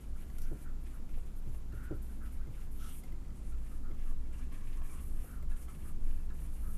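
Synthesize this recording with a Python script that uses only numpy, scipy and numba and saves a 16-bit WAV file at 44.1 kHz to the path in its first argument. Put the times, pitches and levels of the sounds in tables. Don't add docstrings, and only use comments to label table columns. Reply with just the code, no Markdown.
import sys
import numpy as np
from scipy import signal
from scipy.fft import rfft, irfft, next_fast_len
from scipy.io import wavfile
from scipy.ndimage import uniform_filter1d
from numba import njit

SR = 44100
rng = np.random.default_rng(int(sys.argv[2]) if len(sys.argv) > 2 else 0)


def transcribe(signal):
    frames = np.atleast_2d(signal).T
    limited = np.clip(frames, -1, 1)
    pcm = np.round(limited * 32767).astype(np.int16)
    wavfile.write(sys.argv[1], SR, pcm)


def boost(x):
    u = np.asarray(x, float) / 20
    return 10 ** u


N = 298599

# f/Hz, density/dB per Hz
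AIR_SPECTRUM = [(36, -17), (60, -16), (100, -20), (250, -24), (600, -38.5), (1000, -41), (1500, -46.5),
                (2500, -53), (4000, -54), (6700, -55.5), (7200, -51), (7700, -55.5), (11500, -59.5),
                (14500, -56)]
# t/s, gain/dB
MACHINE_GAIN = [(0, -3), (.5, -9), (4.2, -8.5), (5.0, -1), (6.77, 0)]
# f/Hz, width/Hz, level/dB
MACHINE_BANDS = [
    (67.7, 8, -50),
    (155.1, 8.9, -62),
]
# t/s, level/dB
FAN_DRONE = [(0.0, -41.5), (0.43, -51), (2.75, -42), (2.94, -50), (3.67, -43), (3.71, -47.5), (4.54, -43),
             (4.58, -56), (4.84, -42), (4.88, -55.5), (5.19, -38.5), (5.24, -46.5), (6.75, -43),
             (6.77, -51)]
# f/Hz, width/Hz, level/dB
BLADE_BANDS = [
    (52.06, 11.7, 0),
]
# f/Hz, width/Hz, level/dB
MOTOR_BANDS = [(98.4, 2.6, -64.5), (155.4, 13.6, -70), (202.8, 14.7, -64.5), (252.9, 19.7, -66.5),
               (317.7, 36, -72), (133.2, 7.2, -64.5)]
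# t/s, peak/dB, boom re peak/dB
HAND_THUDS = [
    (0.514, -40.5, -2.5),
    (0.761, -61, -3),
    (1.47, -51, 10),
    (1.731, -48, 6),
    (1.909, -34, -4.5),
    (2.471, -49.5, 8),
    (3.13, -55.5, 3),
    (3.902, -47.5, 0),
]
# f/Hz, level/dB, t60/s
BOARD_MODES = [(306, 0, 0.036), (348, 3.5, 0.08), (417, 2.5, 0.039), (554, -5, 0.051), (714, -16, 0.076)]
# f/Hz, level/dB, t60/s
BOOM_MODES = [(73, -13, 0.2), (96, 7, 0.16), (126.4, 10, 0.13)]
# t/s, peak/dB, ring f/Hz
KNUCKLE_KNOCKS = [(1.175, -50, 498), (1.547, -58, 625), (3.041, -55, 533), (5.243, -50, 507),
                  (5.432, -52, 417)]
# t/s, peak/dB, ring f/Hz, treble re peak/dB
TIP_LANDINGS = [(0.3838, -57.5, 1410, 8), (0.418, -66.5, 1410, 15.5), (1.3544, -71, 1380, -3),
                (1.547, -57, 1150, -12), (3.9444, -61, 1110, -7), (4.1094, -56, 1140, -16),
                (4.323, -66, 1540, -8), (4.5211, -54.5, 1110, -17), (4.8179, -50.5, 1070, -16),
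                (5.5177, -54.5, 1670, -25), (5.683, -52, 1310, -14), (6.3028, -55.5, 1680, -25),
                (6.4194, -58, 1210, -10), (0.3007, -55.5, 1910, -9), (1.0919, -60, 2240, -10),
                (1.7245, -58, 1760, -10), (2.4708, -64, 2110, -4), (3.036, -56.5, 2120, 0),
                (3.1233, -58.5, 2030, -8), (3.2465, -66, 2010, -13), (3.3039, -61, 2020, -14),
                (3.9115, -59.5, 2120, -9), (5.4261, -62, 2090, 0), (5.6256, -63, 2000, 4)]
# t/s, length/s, level/dB, centre f/Hz
NIB_SCUFFS = [
    (0.408, .06, -68, 6000),
    (2.764, 0.22, -64.5, 3100),
    (2.77, 0.18, -69, 5830),
]
# t/s, length/s, level/dB, pitch f/Hz
BARREL_SQUEAKS = [(0.15, 0.029, -66, 1390), (0.39, 0.25, -69.5, 1450), (0.642, 0.069, -63.5, 1395),
                  (0.917, 0.066, -68.5, 1290), (1.704, 0.28, -62, 1400), (2.086, 0.03, -66, 1420),
                  (2.201, 0.084, -61.5, 1380), (2.382, 0.085, -68, 1360), (2.556, 0.078, -70, 1310),
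                  (2.785, 0.14, -63, 1316), (3.278, 0.035, -68, 1300), (3.51, 0.041, -64.5, 1310),
                  (3.702, 0.048, -68, 1250), (3.821, 0.11, -65.5, 1280), (4.034, 0.091, -69.5, 1210),
                  (4.329, 0.039, -71, 1440), (4.383, 0.035, -63, 1200), (4.5, 0.172, -71.5, 1150),
                  (4.757, 0.095, -66, 1090), (4.874, 0.17, -65.5, 1160), (5.229, 0.21, -65.5, 1340),
                  (5.495, 0.086, -66.5, 1350), (5.67, 0.06, -63.5, 1230), (5.83, 0.091, -65.5, 1220),
                  (6.298, 0.033, -63.5, 1420), (6.62, 0.112, -65, 1267)]
# f/Hz, width/Hz, level/dB
PANEL_MODES = [(1100, 220, -1), (1680, 280, 1), (2300, 260, 0), (2700, 300, -2)]
# t/s, modes level/dB
FRAME_RINGING = [(0, -4), (2.7, -4), (2.8, -12), (3.0, -8), (4.2, 3), (5.0, 4), (6.77, 2)]
# t/s, length/s, hiss level/dB, rasp re hiss/dB
PULL_STROKES = [(0.55, 0.077, -64.5, -6.5), (0.8, 0.15, -68, -2.5), (1.82, 0.026, -63, -6),
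                (1.93, 0.032, -69, -12), (2.5, 0.14, -68, -1), (2.86, 0.12, -59.5, -13),
                (3.43, 0.076, -66, -4.5), (3.64, 0.12, -68, -1.5), (3.97, 0.13, -68.5, 0.5),
                (4.7, 0.072, -66.5, 0), (5.55, 0.081, -62.5, -7), (5.78, 0.12, -63, -8),
                (6.33, 0.12, -63.5, -5.5), (6.6, 0.16, -60, -16)]
# t/s, length/s, hiss level/dB, rasp re hiss/dB
FLICK_STROKES = [(0.0, 0.077, -68, 2), (1.085, 0.065, -70.5, 5), (1.25, 0.034, -65, -3),
                 (1.353, 0.051, -64, -11), (1.735, 0.08, -65, -5), (2.015, 0.1, -62.5, -7.5),
                 (2.31, 0.055, -64, -2.5), (3.03, 0.042, -66, 0.5), (3.35, 0.078, -67.5, -3.5),
                 (4.322, 0.11, -66, 1.5), (4.517, 0.15, -64.5, 2), (4.997, 0.21, -62.5, -8.5),
                 (5.49, 0.042, -63.5, -3), (5.681, 0.095, -61, -3)]
# t/s, length/s, hiss level/dB, rasp re hiss/dB
LOOP_STROKES = [(0.15, 0.11, -68, 1), (0.24, 0.37, -68, -6), (1.14, .085, -70.5, -4), (1.44, 0.078, -75, 3),
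                (1.51, 0.084, -67, -5), (2.1, .07, -71, -6), (2.215, 0.074, -66.5, -8),
                (2.7, 0.31, -62, -11), (3.55, 0.17, -74, -1), (4.2, 0.11, -81, 3), (4.37, 0.1, -73.5, 6.5),
                (4.645, 0.063, -67.5, -0.5), (4.825, 0.17, -61.5, -2.5), (5.15, .22, -61.5, -7),
                (6.0, 0.26, -70, -1), (6.47, 0.19, -66.5, -6)]
# t/s, hiss centre f/Hz
PEN_TILT = [(0.0, 10900), (2.79, 11400), (3.37, 9700), (3.98, 10800), (4.07, 10400), (5.39, 11000),
            (5.45, 10300), (6.77, 11000)]
NIB_HZ = [8290, 9100, 10400, 11650, 12820]

AIR_DB = -56.5
BUFFET_DB, GUST_DB, GUSTS_PER_S = -36, 3, 5.7
ROOM_T60_S, ROOM_DB = 0.3, -9
TOUCH_S, BOOM_RISE_S = 0.0013, 0.0091
REBOUND_S, REBOUND_DB = 0.0029, -1.5
SCUFF_WIDTH = 0.48
ATTACK_S, LIFT_S = 0.012, 0.042
PULL_SWELL_DB, FLICK_FADE_DB, LOOP_ARCH_DB = 7, 9.5, 7.5
HISS_REST_DB, RASP_REST_DB, BARREL_REST_DB = -78, -80, -78
SQUEAK_EDGE_S, SQUEAK_BEND, SQUEAK_ARCH_DB = 0.014, 0.046, 9
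RASP_HZ, RASP_WIDTH_HZ = 2285, 1730
PANEL_LAG_S = 0.03
HAND_WAVER_DB, WAVERS_PER_S = 1, 25
SKIRT_DB, SKIRT_FROM_RASP_DB = -16, -7.5


def level(x, db):
    return x * boost(db) / np.sqrt(np.mean(x ** 2))


def columns(table):
    s, *rest = np.transpose(table)
    return [np.interp(np.arange(N) / SR, s, c) for c in rest]


@njit
def svf(x, hz, width):
    y, b, l = np.empty(len(x)), 0., 0.
    for i in range(len(x)):
        g, k = np.tan(np.pi * hz[i] / SR), width / hz[i]
        v = (b + g * (x[i] - l)) / (1 + g * (g + k))
        b, l, y[i] = 2 * v - b, l + 2 * g * v, k * v
    return y


def band(x, hz, width_hz):
    hz = hz + np.zeros(N)
    return svf(svf(x, hz, 1. * width_hz), hz, 1. * width_hz)


def noise_band(hz, width_hz):
    return band(rng.standard_normal(N), hz, width_hz)


def steady(x, share):
    envelope = np.abs(signal.hilbert(x, next_fast_len(N))[:N])
    return x / (envelope + .2 * np.std(x)) ** share


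def walk(rate):
    k = int(SR / rate)
    return uniform_filter1d(np.repeat(rng.standard_normal(N // k + 1), k), k)[:N]


def slips(scatter_db, rate):
    return rng.standard_normal(N) * boost(scatter_db * walk(rate))


def ring(modes, length_s):
    t = np.arange(int(length_s * SR)) / SR
    return sum(boost(db) * np.sin(2 * np.pi * hz * t) * np.exp(-np.log(1000) * t / t60)
               for hz, db, t60 in modes)


def add(out, s, sound):
    i = int(s * SR)
    out[i:i + len(sound)] += sound[:N - i]


def gesture(s, length_s, rise_s, fall_s):
    t = np.arange(N) / SR - s
    contact = np.clip(t / rise_s, 0, 1) * np.clip(1 - (t - length_s) / fall_s, 0, 1)
    return contact, np.clip(t / length_s, 0, 1)


def air():
    hz, db = np.transpose(AIR_SPECTRUM)
    size = next_fast_len(N)
    grid_hz = np.arange(size // 2 + 1) * SR / size + 1
    shape = boost(np.interp(np.log(grid_hz), np.log(hz), db, left=-99, right=-99))
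    noise = irfft(rfft(rng.standard_normal(size)) * shape, size)[:N]
    audible = signal.sosfilt(signal.butter(4, 80, "high", fs=SR, output="sos"), noise)
    return noise * boost(AIR_DB + 0.1 * walk(1.5)) / np.std(audible)


def machine():
    hum = sum(level(steady(noise_band(f, w), .3), db) for f, w, db in MACHINE_BANDS)
    return boost(columns(MACHINE_GAIN)[0]) * hum


def fan():
    drone_db, = columns(FAN_DRONE)
    buffet_db = BUFFET_DB + GUST_DB * walk(GUSTS_PER_S)
    buffet = level(band(noise_band(17, 13), 17, 13), 0)
    buffet = level(steady(buffet, 0.31), 0)
    drone = sum(level(steady(noise_band(f, w), 0.24), db) for f, w, db in BLADE_BANDS)
    motor = sum(level(noise_band(f, w), db) for f, w, db in MOTOR_BANDS)
    return boost(buffet_db) * buffet + boost(drone_db) * level(drone, 0) + motor


def room(x):
    t = np.arange(int(.4 * SR)) / SR
    tail = rng.standard_normal(len(t)) * np.exp(-np.log(1000) * t / ROOM_T60_S) * (t > .006)
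    tail = boost(ROOM_DB) * tail / np.sqrt(np.sum(tail ** 2))
    return x + signal.fftconvolve(x, tail)[:N]


def thuds():
    out = np.zeros(N)
    push = np.hanning(int(TOUCH_S * SR))
    board = np.convolve(ring(BOARD_MODES, .2), push / push.sum())
    t = np.arange(int(.25 * SR)) / SR
    boom = ring(BOOM_MODES, .25) * (1 - np.exp(-t / BOOM_RISE_S))
    for s, db, boom_db in HAND_THUDS:
        for lag_s, share_db in [(0, -8.5), (.006, -6.5), (.016, -5)]:
            add(out, s + lag_s, boost(db + share_db) * board)
        add(out, s, boost(db + boom_db - 1.5) * boom)
    return out


def knocks():
    out = np.zeros(N)
    for s, db, hz in KNUCKLE_KNOCKS:
        add(out, s, boost(db) * ring([(hz, -1.5, .07), (1.4 * hz, -5, .05)], .1))
    return out


def ticks():
    out, t = np.zeros(N), np.arange(int(.03 * SR)) / SR
    decay = np.exp(-t / .002) + .3 * np.exp(-t / .012)
    for s, db, hz, treble_db in TIP_LANDINGS:
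        modes = [(hz, -1, .022), (.62 * hz, -6, .02), (1.55 * hz, -5, .012), (2.3 * hz, -7, .008)]
        grit = rng.standard_normal(len(t) + 1)
        crack = (grit[1:] - .75 * grit[:-1]) * decay
        tick = ring(modes, .03) + boost(treble_db) * crack
        add(out, s, boost(db) * tick)
        add(out, s + REBOUND_S, boost(db + REBOUND_DB) * tick)
    return out


def scuffs():
    out = 0
    for s, length_s, db, hz in NIB_SCUFFS:
        _, along = gesture(s, length_s, ATTACK_S, LIFT_S)
        arch = np.sin(np.pi * along ** 0.86)
        out = out + arch * level(band(slips(0.67, rate=70.), hz, SCUFF_WIDTH * hz), db)
    return out


def strokes():
    hiss, rasp = boost(HISS_REST_DB), boost(RASP_REST_DB)
    shapes = [(PULL_STROKES, lambda a: -PULL_SWELL_DB * (1 - a)),
              (FLICK_STROKES, lambda a: -FLICK_FADE_DB * a),
              (LOOP_STROKES, lambda a: -LOOP_ARCH_DB * (2 * a - 1) ** 2)]
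    for rows, shape_db in shapes:
        for s, length_s, db, rasp_db in rows:
            contact, along = gesture(s, length_s, ATTACK_S, LIFT_S)
            speed = contact * boost(db + shape_db(along))
            hiss = np.hypot(hiss, speed)
            rasp = np.hypot(rasp, boost(rasp_db) * speed)
    return hiss, rasp


def squeaks():
    start_s, span_s, _, pitch_hz = np.transpose(BARREL_SQUEAKS)
    gain = boost(BARREL_REST_DB)
    hz = np.interp(np.arange(N) / SR, start_s + span_s / 2, pitch_hz)
    for s, length_s, db, f in BARREL_SQUEAKS:
        contact, along = gesture(s, length_s, SQUEAK_EDGE_S, SQUEAK_EDGE_S)
        arch = np.sin(np.pi * along ** (0.51 + 1.9 * length_s)) - .6
        gain = np.hypot(gain, contact * boost(db + SQUEAK_ARCH_DB * arch))
        hz = np.where(contact > 0, f * (1 + SQUEAK_BEND * arch), hz)
    return gain, hz


def barrel():
    press, hz = squeaks()
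    narrow = steady(band(slips(1.5, rate=40.), hz, 280), .4)
    broad = band(slips(1.5, rate=40.), 1.15 * hz, 800)
    return boost(-1.5) * press * (level(narrow, -1.5) + level(broad, -10))


def panel(rasp):
    drive = uniform_filter1d(rasp, int(PANEL_LAG_S * SR))
    rub = slips(2.2, rate=60.)
    modes = sum(boost(db + 3.5 * walk(16)) * band(rub, f * (1 + .03 * walk(4)), w)
                for f, w, db in PANEL_MODES)
    ringing = boost(columns(FRAME_RINGING)[0])
    coarse = band(slips(4.6, rate=66.0), RASP_HZ, RASP_WIDTH_HZ)
    sheet = (coarse + ringing * modes) / np.sqrt(1 + 0.37 * ringing ** 2)
    return drive * level(sheet, -0.54)


def felt(hiss, rasp):
    hz = columns(PEN_TILT)[0] * (1 + .04 * walk(12))
    fibres = band(slips(1.45, rate=85.0), hz, 8100)
    nib = sum(boost(3.0 * walk(20)) * noise_band(f * (1 + .03 * walk(9)), 550) for f in NIB_HZ)
    bright = level(fibres, 2.5) + level(nib, -5)
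    bright = level(bright - .6 * band(bright, 13000, 2300), 0)
    skirt = level(band(slips(3.2, rate=100.0), 6970, 5100), -0.77)
    skirt_gain = np.hypot(boost(SKIRT_DB) * hiss, boost(SKIRT_FROM_RASP_DB) * rasp)
    waver = boost(HAND_WAVER_DB * walk(WAVERS_PER_S))
    return waver * hiss * bright + skirt_gain * skirt


def scene():
    hiss, rasp = strokes()
    hand = thuds() + knocks()
    pen = ticks() + scuffs() + barrel() + panel(rasp)
    return (air() + machine() + fan() + room(hand + pen) + felt(hiss, rasp))[None]


def top_cut(x):
    return signal.sosfilt(signal.butter(12, 15000, fs=SR, output="sos"), x)


def record(dry):
    top = signal.ellip(10, .2, 40, 14270, fs=SR, output="sos")
    mix = signal.sosfilt(top, dry)
    return top_cut(mix)


dry = scene()
out = record(dry)
transcribe(out)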